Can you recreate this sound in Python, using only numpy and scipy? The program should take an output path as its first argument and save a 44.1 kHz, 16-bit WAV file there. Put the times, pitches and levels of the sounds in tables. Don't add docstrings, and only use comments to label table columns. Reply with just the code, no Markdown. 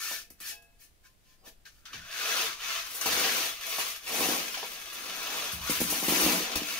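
import sys
import numpy as np
from scipy import signal
from scipy.fft import rfft, irfft
from scipy.io import wavfile

SR = 44100
rng = np.random.default_rng(int(sys.argv[2]) if len(sys.argv) > 2 else 0)


def put_to_file(sound):
    columns = np.atleast_2d(sound).T
    safe = np.clip(columns, -1, 1)
    whole_steps = np.round(safe * 32767)
    wavfile.write(sys.argv[1], SR, whole_steps.astype(np.int16))


N = 299439
TIME, HZ = np.arange(N) / SR, np.fft.rfftfreq(N, 1 / SR)

# hardest push, rise and fall in seconds, flexing resonance at the
# start and at the end in Hz, flexing over grinding in dB, then relative levels of grinding and wet hiss in dB.
GATHERING_SCRAPES = [(.11, 0.37, 0.12, 1200, 1490, -8, -39.5, -38.5),
                     (.5, 0.096, 0.032, 1660, 1740, -8, -42.5, -39.5),
                     (.818, 0.035, 0.059, 1700, 1700, -27, -60.5, -55),
                     (1.056, 0.027, 0.031, 1550, 1500, -0.5, -62.5, -62),
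                     (1.31, 0.094, .06, 1500, 1450, -22, -67.5, -69),
                     (1.481, 0.043, 0.018, 1350, 1400, -12, -53, -51),
                     (1.664, 0.014, .035, 1620, 1560, 0, -56, -58),
                     (1.76, 0.095, 0.1, 1470, 1350, -6, -69.5, -68)]
# the same columns, then relative levels of judder and of mortar drag in dB.
WALL_STROKES = [(1.96, 0.12, 0.12, 1460, 1700.0, -1.5, -50.5, -61, -65, -74),
                (2.38, 0.32, 0.18, 1650, 1170, -9.0, -30.5, -39.0, -59, -42.5),
                (2.709, 0.16, 0.2, 1220, 1330.0, -14.5, -33.5, -43.5, -67, -53),
                (2.93, 0.12, 0.16, 1560.0, 1540, -23, -44, -45.5, -63.5, -56),
                (3.2, 0.24, 0.27, 1440, 1580, -12.5, -28, -35.0, -44.5, -37),
                (3.39, 0.14, 0.19, 1900.0, 2200.0, -18, -32.5, -38, -52.5, -43),
                (3.769, 0.22, 0.24, 2340, 2800, -16, -34.5, -39.5, -66, -48.5),
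                (4.229, 0.2, 0.28, 2400.0, 2370, -17.0, -30, -34, -38.5, -35.0),
                (4.52, 0.14, 0.55, 2400.0, 2250.0, -16.0, -42, -47.0, -59.5, -53),
                (5.2, 0.48, 0.087, 1170, 1420, -13.5, -38.5, -45.0, -55, -49.5),
                (5.349, 0.19, 0.31, 1340, 1400, -14.5, -35.0, -42.0, -52.5, -44),
                (5.74, 0.16, 0.083, 944, 1650, -9, -33, -37.5, -53, -49),
                (5.99, 0.31, 0.24, 2200.0, 2400.0, -25.0, -35, -36, -46.5, -45),
                (6.251, 0.25, 0.23, 900.0, 1150.0, -17.5, -27.5, -30.5, -31.0, -34.5),
                (6.49, 0.26, 0.23, 2450.0, 2550.0, -20.0, -38, -48.5, -50, -43.5),
                (6.73, 0.16, 0.16, 2430, 2950.0, -7.5, -35.5, -40.5, -53, -50.5)]
# start in seconds, relative levels of crunch and paste splash in dB,
# T60 in seconds.
BLADE_TOUCHES = [(.303, -50, -37, 0.017), (.402, -47, -42, 0.18), (.622, -64, -55, 0.04),
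                 (1.653, -47, -56.5, 0.072), (1.854, -44, -54, 0.13), (1.931, -39.5, -52, 0.15),
                 (2.945, -49, -32.5, .2), (3.011, -31, -29.5, .08), (3.058, -29.5, -28, 0.13),
                 (3.785, -39, -30.5, 0.16), (4.068, -35, -52, 0.064), (4.542, -29.5, -55, 0.076),
                 (4.574, -35.5, -48, 0.11), (4.626, -39, -58, .1), (4.928, -58, -39, .1),
                 (5.52, -48, -33.5, 0.16), (5.698, -31.5, -24, 0.12), (5.803, -33, -24, .14),
                 (5.9, -34, -24, 0.13), (6.082, -32, -26, 0.28), (6.533, -33, -46, .06),
                 (6.555, -28.5, -27.5, 0.094)]
# frequency in Hz, relative level in dB, T60 in seconds.
BLADE_MODES = [(469, -13.5, 0.55), (683, -11, 0.81), (837, -10, 0.5), (1037, -25, 0.65), (1570, -9, 0.27),
               (1654, -4.5, 0.55), (2590, -1.5, 0.54), (3300, -8, 0.27), (3850, -18, .2), (4550, -8, 0.2),
               (5180, -5, 0.25)]
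# frequency in Hz, relative level in dB, T60 in seconds.
WALL_MODES = [(184, -6, 0.19), (236, 1.5, 0.087), (298.4, 3.5, 0.089), (343, -12, 0.078), (489.4, -11, 0.2)]
# frequency in Hz, relative level in dB, T60 in seconds.
DRAGGED_MODES = [(386, -3.5, 0.057), (452.4, 0, 0.088), (505, 1, 0.061), (656.5, -7.5, 0.28),
                 (773, 3.5, 0.054), (950, -5, 0.093)]
# frequency in Hz, relative density in dB per Hz.
SAND_SPECTRUM = [(300, -42.5), (900, -8.5), (1180, -1.5), (1400, -2.5), (1650, -2), (2000, -0.5), (2600, 2),
                 (2950, 0.5), (3400, 0), (4000, -1), (5200, -3.5), (6200, -3), (7400, -17.5), (10000, -36)]
# frequency in Hz, relative density in dB per Hz.
PASTE_SPECTRUM = [(3000, -42), (6000, -3), (7800, -4), (9000, -0.5), (10200, 2), (12500, 0), (14000, 3),
                  (15500, 1)]
# frequency in Hz, relative density in dB per Hz.
MORTAR_SPECTRUM = [(150, -16), (380, -7.5), (495, -4), (575, -1), (665, 2.5), (780, -1.5), (950, 0.5),
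                   (1300, -10), (2500, -38)]


def amp(db):
    return 10 ** (np.asarray(db) / 20)


def unit(x):
    return x / np.sqrt(np.mean(x ** 2) + 1e-20)


def read(points, hz):
    f, value = np.transpose(points)
    return np.interp(np.log(hz + 1), np.log(f + 1), value)


def push(t, s, rise_s, fall_s):
    ease_db = -18.5
    arch = 2.49
    away = np.maximum((s - t) / rise_s, (t - s) / fall_s)
    return amp(ease_db * np.minimum(away, 2) ** arch)


def gains(rows):
    push_powers = [1.064, 1.15, 1.84, 1.52]
    t, rows = TIME[::64], np.array(rows)
    pushes = np.array([push(t, *row[:3]) for row in rows])
    curves = []
    for levels_db, power in zip(rows.T[6:], push_powers):
        stroke_gains = amp(levels_db)[:, None] * pushes ** power
        curves.append(np.interp(TIME, t, np.linalg.norm(stroke_gains, axis=0)))
    return curves


def bursts(times, levels_db, t60s):
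    out = np.zeros(N)
    for s, db, t60 in zip(times, levels_db, t60s):
        part = out[round(s * SR):][:SR // 2]
        part += amp(db - 60 * TIME[:len(part)] / t60)
    return out


def colour(x, spectrum, size=4096):
    hz = abs(np.fft.fftfreq(size, 1 / SR))
    low_skirt = 1 + (spectrum[0][0] / (hz + 1) / 2) ** 4
    high_skirt = 1 + (hz / spectrum[-1][0] / 2) ** 4
    magnitude = amp(read(spectrum, hz)) / np.sqrt(low_skirt * high_skirt)
    response = np.exp(np.conj(signal.hilbert(np.log(magnitude))))
    taps = np.fft.ifft(response).real
    return signal.oaconvolve(x, taps / np.linalg.norm(taps))[:N]


def ringing(modes):
    t = TIME[:SR]
    ring = sum(amp(db - 60 * t / t60) * np.cos(2 * np.pi * hz * t) for hz, db, t60 in modes)
    return ring / np.linalg.norm(ring)


def through(x, modes):
    edges_hz = [modes[0][0] * .8, modes[-1][0] * 1.5]
    band = signal.butter(3, edges_hz, "bandpass", fs=SR, output="sos")
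    return signal.sosfilt(band, signal.oaconvolve(x, ringing(modes))[:N])


def wobble(rate_hz):
    spectrum = rfft(rng.standard_normal(N)) / (1 + (HZ / rate_hz) ** 2)
    return unit(irfft(spectrum, N))


def grit(per_s, smooth):
    chance, smooth = np.clip(per_s / SR, 1e-4, 1), np.clip(smooth, 0, 1)
    crushed = rng.random(N) < chance
    grains = crushed * rng.standard_normal(N) / np.sqrt(chance)
    return np.sqrt(1 - smooth) * grains + np.sqrt(smooth) * rng.standard_normal(N)


def resonate(x, hz, width_hz):
    turn = np.exp(2j * np.pi * np.cumsum(hz) / SR)
    r = np.exp(-np.pi * width_hz / SR)
    centred = signal.lfilter([1], [1, -2 * r, r * r], x / turn)
    return unit((turn * centred).real)


def air(mid_db=-64.5):
    # frequency in Hz, relative density in dB per Hz.
    air_spectrum = [(25, 4), (60, -3), (150, -12), (300, -17.5), (600, -21), (1000, -26.5), (2500, -26),
                    (6000, -29.5), (15500, -31.5)]
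    sides = np.array([colour(rng.standard_normal(N), air_spectrum) for _ in range(2)])
    return amp(mid_db) * sides * np.sqrt(2)


def gathering(grind_trim_db=-1, hiss_trim_db=-1, uneven_db=-0.35):
    # frequency in Hz, relative density in dB per Hz.
    thin_spectrum = [(150, -28), (350, -13), (600, -14.5), (1000, -16.5), (1280, -8), (1500, -11),
                     (1750, -0.5), (2050, -7), (2400, 3), (3200, -0.5), (4700, 1), (6300, 0.5),
                     (7400, -8.5), (10000, -25)]
    grind, hiss = gains(GATHERING_SCRAPES)
    force = grit(3000, 0.64) * amp(uneven_db * wobble(60))
    scrape = colour(force * grind, thin_spectrum)
    paste = colour(force * hiss, PASTE_SPECTRUM)
    return amp(grind_trim_db) * scrape + amp(hiss_trim_db) * paste


def bending(width_hz=380, waver=0.038):
    force, drift, out = grit(2000, 0.61), 1 + waver * wobble(28), np.zeros(N)
    for s, rise_s, fall_s, start_hz, end_hz, flex_db, grind_db, *_ in GATHERING_SCRAPES + WALL_STROKES:
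        on = (TIME > s - 2 * rise_s) & (TIME < s + 2 * fall_s)
        glide = np.interp(TIME[on], [s - rise_s, s + fall_s], [start_hz, end_hz])
        flexing = resonate(force[on], glide * drift[on], width_hz)
        out[on] += amp(grind_db + flex_db) * push(TIME[on], s, rise_s, fall_s) * flexing
    return out


def singing(free_trim_db=-19, edge_trim_db=-7, bedded_trim_db=-7.5, dragged_trim_db=-5, damping_db=-54, grip_db=3):
    # frequency in Hz, relative level in dB, T60 in seconds.
    edge_modes = [(1230, -8, 0.047), (1410, -7, 0.056), (1766, 6, 0.09), (2270, 3, 0.043),
                  (2600, -14, 0.042), (3290, -8, 0.055), (4700, -6, .05), (6040, 1, .04)]
    # frequency in Hz, relative level in dB, T60 in seconds.
    bedded_modes = [(493, -27, 0.09), (664.6, -1.5, 0.095), (1213, 3.5, 0.02), (1654, -0.5, 0.13),
                    (2574, 10, 0.041), (3410, 11, 0.033), (6060, 6, 0.016)]
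    grind, _, pressed, drag = gains(WALL_STROKES)
    light = grit(1400, 0.5) * gains(GATHERING_SCRAPES)[0]
    free = amp(free_trim_db) * through(light, BLADE_MODES)
    edge = amp(edge_trim_db) * through(light, edge_modes)
    grip = amp(grip_db * wobble(2.8))
    damping = 1 + pressed / amp(damping_db)
    bedded = through(grit(1500, 0.64) * grind * grip / damping, bedded_modes)
    dragged = through(grit(600, 0.23) * drag, DRAGGED_MODES)
    return free + edge + amp(bedded_trim_db) * bedded + amp(dragged_trim_db) * dragged


def bumps(thud_trim_db=26, knock_t60=0.09, mortar_trim_db=-4, trowel_trim_db=-1):
    # start in seconds, relative levels of thud and of higher knock in dB.
    bump_rows = [(.112, -53, -47), (.306, -57.5, -71), (.408, -59.5, -65), (1.474, -56, -59),
                 (1.94, -57, -57), (3.059, -40, -31), (3.784, -48, -37), (4.205, -48, -35.5),
                 (4.288, -30.5, -48), (4.572, -63.5, -42), (4.628, -66, -37.5), (5.696, -29, -46),
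                 (5.803, -33, -44), (5.815, -27.5, -46), (5.923, -36.5, -35.5), (6.027, -37.5, -39),
                 (6.082, -27, -35), (6.122, -29.5, -34.5), (6.262, -25, -43), (6.558, -35.5, -44),
                 (6.618, -35.5, -54)]
    s, thuds_db, knocks_db = np.transpose(bump_rows)
    blows = np.zeros(N)
    blows[np.round(s * SR).astype(int)] = amp(thuds_db + thud_trim_db)
    knocks = grit(2000, 0.86) * bursts(s, knocks_db, np.full(len(s), knock_t60))
    mortar = amp(mortar_trim_db) * colour(knocks, MORTAR_SPECTRUM)
    trowel = amp(trowel_trim_db) * through(knocks, DRAGGED_MODES)
    return through(blows, WALL_MODES) + mortar + trowel


def touches():
    s, crunch_db, splash_db, t60 = np.transpose(BLADE_TOUCHES)
    force = grit(4000, 0.52)
    crunch = colour(force * bursts(s, crunch_db, t60), SAND_SPECTRUM)
    splash = colour(force * bursts(s, splash_db, t60), PASTE_SPECTRUM)
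    return crunch + splash


def rings(ring_over_crunch_db=6, lift_s=.519, lift_db=-18.5):
    s, crunch_db, _, _ = np.transpose(BLADE_TOUCHES)
    blows = np.zeros(N)
    blows[np.round(s * SR).astype(int)] = amp(crunch_db + ring_over_crunch_db)
    blows[round(lift_s * SR)] = amp(lift_db)
    return through(blows, BLADE_MODES)


def far_notes(note_hz=1035, spread_s=.04, level_db=-73):
    note_times = [1.08, 1.32]
    swell = sum(np.exp(-((TIME - s) / spread_s) ** 2 / 2) for s in note_times)
    return amp(level_db) * swell * np.sin(2 * np.pi * note_hz * TIME)


def bird(start_s=1.383, length_s=.075, base_hz=4650, arch_hz=300, level_db=-71):
    arch = np.sin(np.pi * np.clip((TIME - start_s) / length_s, 0, 1))
    phase = 2 * np.pi * np.cumsum(base_hz + arch_hz * arch) / SR
    return amp(level_db) * np.sqrt(abs(arch)) * np.sin(phase)


def scuff(s=1.462, spread_s=0.023, level_db=-58.0):
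    swell = np.exp(-((TIME - s) / spread_s) ** 2 / 2)
    return amp(level_db) * through(grit(1400, 0.29), DRAGGED_MODES) * swell


def spreading(grind_trim_db=-2.65, hiss_trim_db=1.5, drag_trim_db=-5, uneven_db=-0.26, patchy_db=1):
    grind, hiss, _, drag = gains(WALL_STROKES)
    grains_per_s = 150 + 3000 * (grind / grind.max()) ** 2
    force = grit(grains_per_s, 0.62) * amp(uneven_db * wobble(41))
    sand = colour(force * grind * amp(patchy_db * wobble(31)), SAND_SPECTRUM)
    paste = colour(force * hiss * amp(patchy_db * wobble(27)), PASTE_SPECTRUM)
    mortar = colour(force * drag, MORTAR_SPECTRUM)
    return amp(grind_trim_db) * sand + amp(hiss_trim_db) * paste + amp(drag_trim_db) * mortar


def judder(median_slips_hz=130, irregular=.5, size_db=3, trim_db=-3):
    turns = np.cumsum(median_slips_hz * np.exp(irregular * wobble(100.2))) / SR
    slips = np.diff(np.floor(turns), prepend=0) * amp(size_db * wobble(180))
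    force = unit(unit(slips - slips.mean()) + 0.71 * grit(800, 0.3))
    return amp(trim_db) * through(force * gains(WALL_STROKES)[2], WALL_MODES)


def scaffold():
    # frequency in Hz, relative level in dB, T60 in seconds.
    plank_modes = [(62, -2, 0.16), (78, -3.5, 0.094), (124, -5, 0.11), (164, -14, 0.17)]
    # start in seconds, relative level in dB, T60 in seconds.
    weight_shifts = [(1.95, -47, 0.31), (3.069, -45, 0.33), (4.2, -51, .35), (5.534, -42.5, .38),
                     (5.61, -49, 0.48), (5.7, -43, 0.28), (5.81, -45, 0.48), (6.09, -46, 0.37),
                     (6.235, -44, 0.29), (6.557, -39, 0.13)]
    return unit(through(grit(300, 0.31), plank_modes)) * bursts(*np.transpose(weight_shifts))


def direct(x, turn_hz=1300):
    turn = np.exp(1j * np.pi / 4 * HZ ** 2 / (HZ ** 2 + turn_hz ** 2))
    return irfft(rfft(x) * np.array([turn, turn.conj()]), N)


def room(x, wet_db=6, early=0.55, early_s=0.0022, count=10, size=8192, changes_per_s=60):
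    # frequency in Hz, T60 in seconds.
    room_decay = [(150, 0.53), (700, 0.15), (2000, 0.19), (6000, 0.19), (15000, 0.18)]
    t, shape = TIME[:size], (count, 2, size)
    echoes = rng.choice([-1., 1.], shape) * (rng.random(shape) < 4000 / SR)
    hz, s, z = signal.stft(echoes, SR, nperseg=256)
    decay = amp(-60 * s / read(room_decay, hz)[:, None])
    tails = signal.istft(z * decay, SR, nperseg=256)[1][..., :size]
    tails *= 1 + early * np.exp(-t / early_s)
    tails *= amp(wet_db) / np.linalg.norm(tails, axis=2, keepdims=True)
    place = TIME * changes_per_s
    out = direct(x)
    for k, tail in enumerate(tails):
        share = np.sin(np.pi / 2 * np.minimum((place - k) % count, 2))
        out += signal.oaconvolve((x * share)[None], tail, axes=1)[:, :N]
    return out / np.sqrt((1 + amp(wet_db) ** 2) / 2)


def scene(body_echo_db=-11, body_db=-1, bend_trim_db=-1):
    scrapes = gathering() + spreading() + touches() + scuff()
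    bodies = judder() + bumps() + scaffold() + rings() + singing()
    bodies += amp(bend_trim_db) * bending() + bird() + far_notes()
    return room(scrapes + amp(body_echo_db) * bodies) + amp(body_db) * direct(bodies) + air()


def record(dry, edge_hz=15700):
    # frequency in Hz, gain of the side signal in dB.
    side_gain = [(60, -5.5), (250, -6), (550, -0.5), (1100, 1.5), (2500, -1), (4000, 0)]
    # frequency in Hz, left over right in dB.
    port_lean = [(300, -0.6), (2500, .5), (4200, 4), (5000, 3), (6300, 11), (7200, 4), (8100, -9.5),
                 (9500, -1), (12000, -0.5), (14000, 16), (15500, 15)]
    left, right = rfft(dry)
    mid = (left + right) / 2
    side = (left - right) / 2 * amp(read(side_gain, HZ))
    lean = amp(read(port_lean, HZ))
    balance = np.sqrt(2 / (1 + lean ** 2))
    ports = irfft(np.array([(mid + side) * lean, mid - side]) * balance, N)
    low_pass = signal.firwin(701, edge_hz, window=("kaiser", 9), fs=SR)
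    return signal.oaconvolve(ports, low_pass[None], "same")


dry = scene()
out = record(dry)
put_to_file(out)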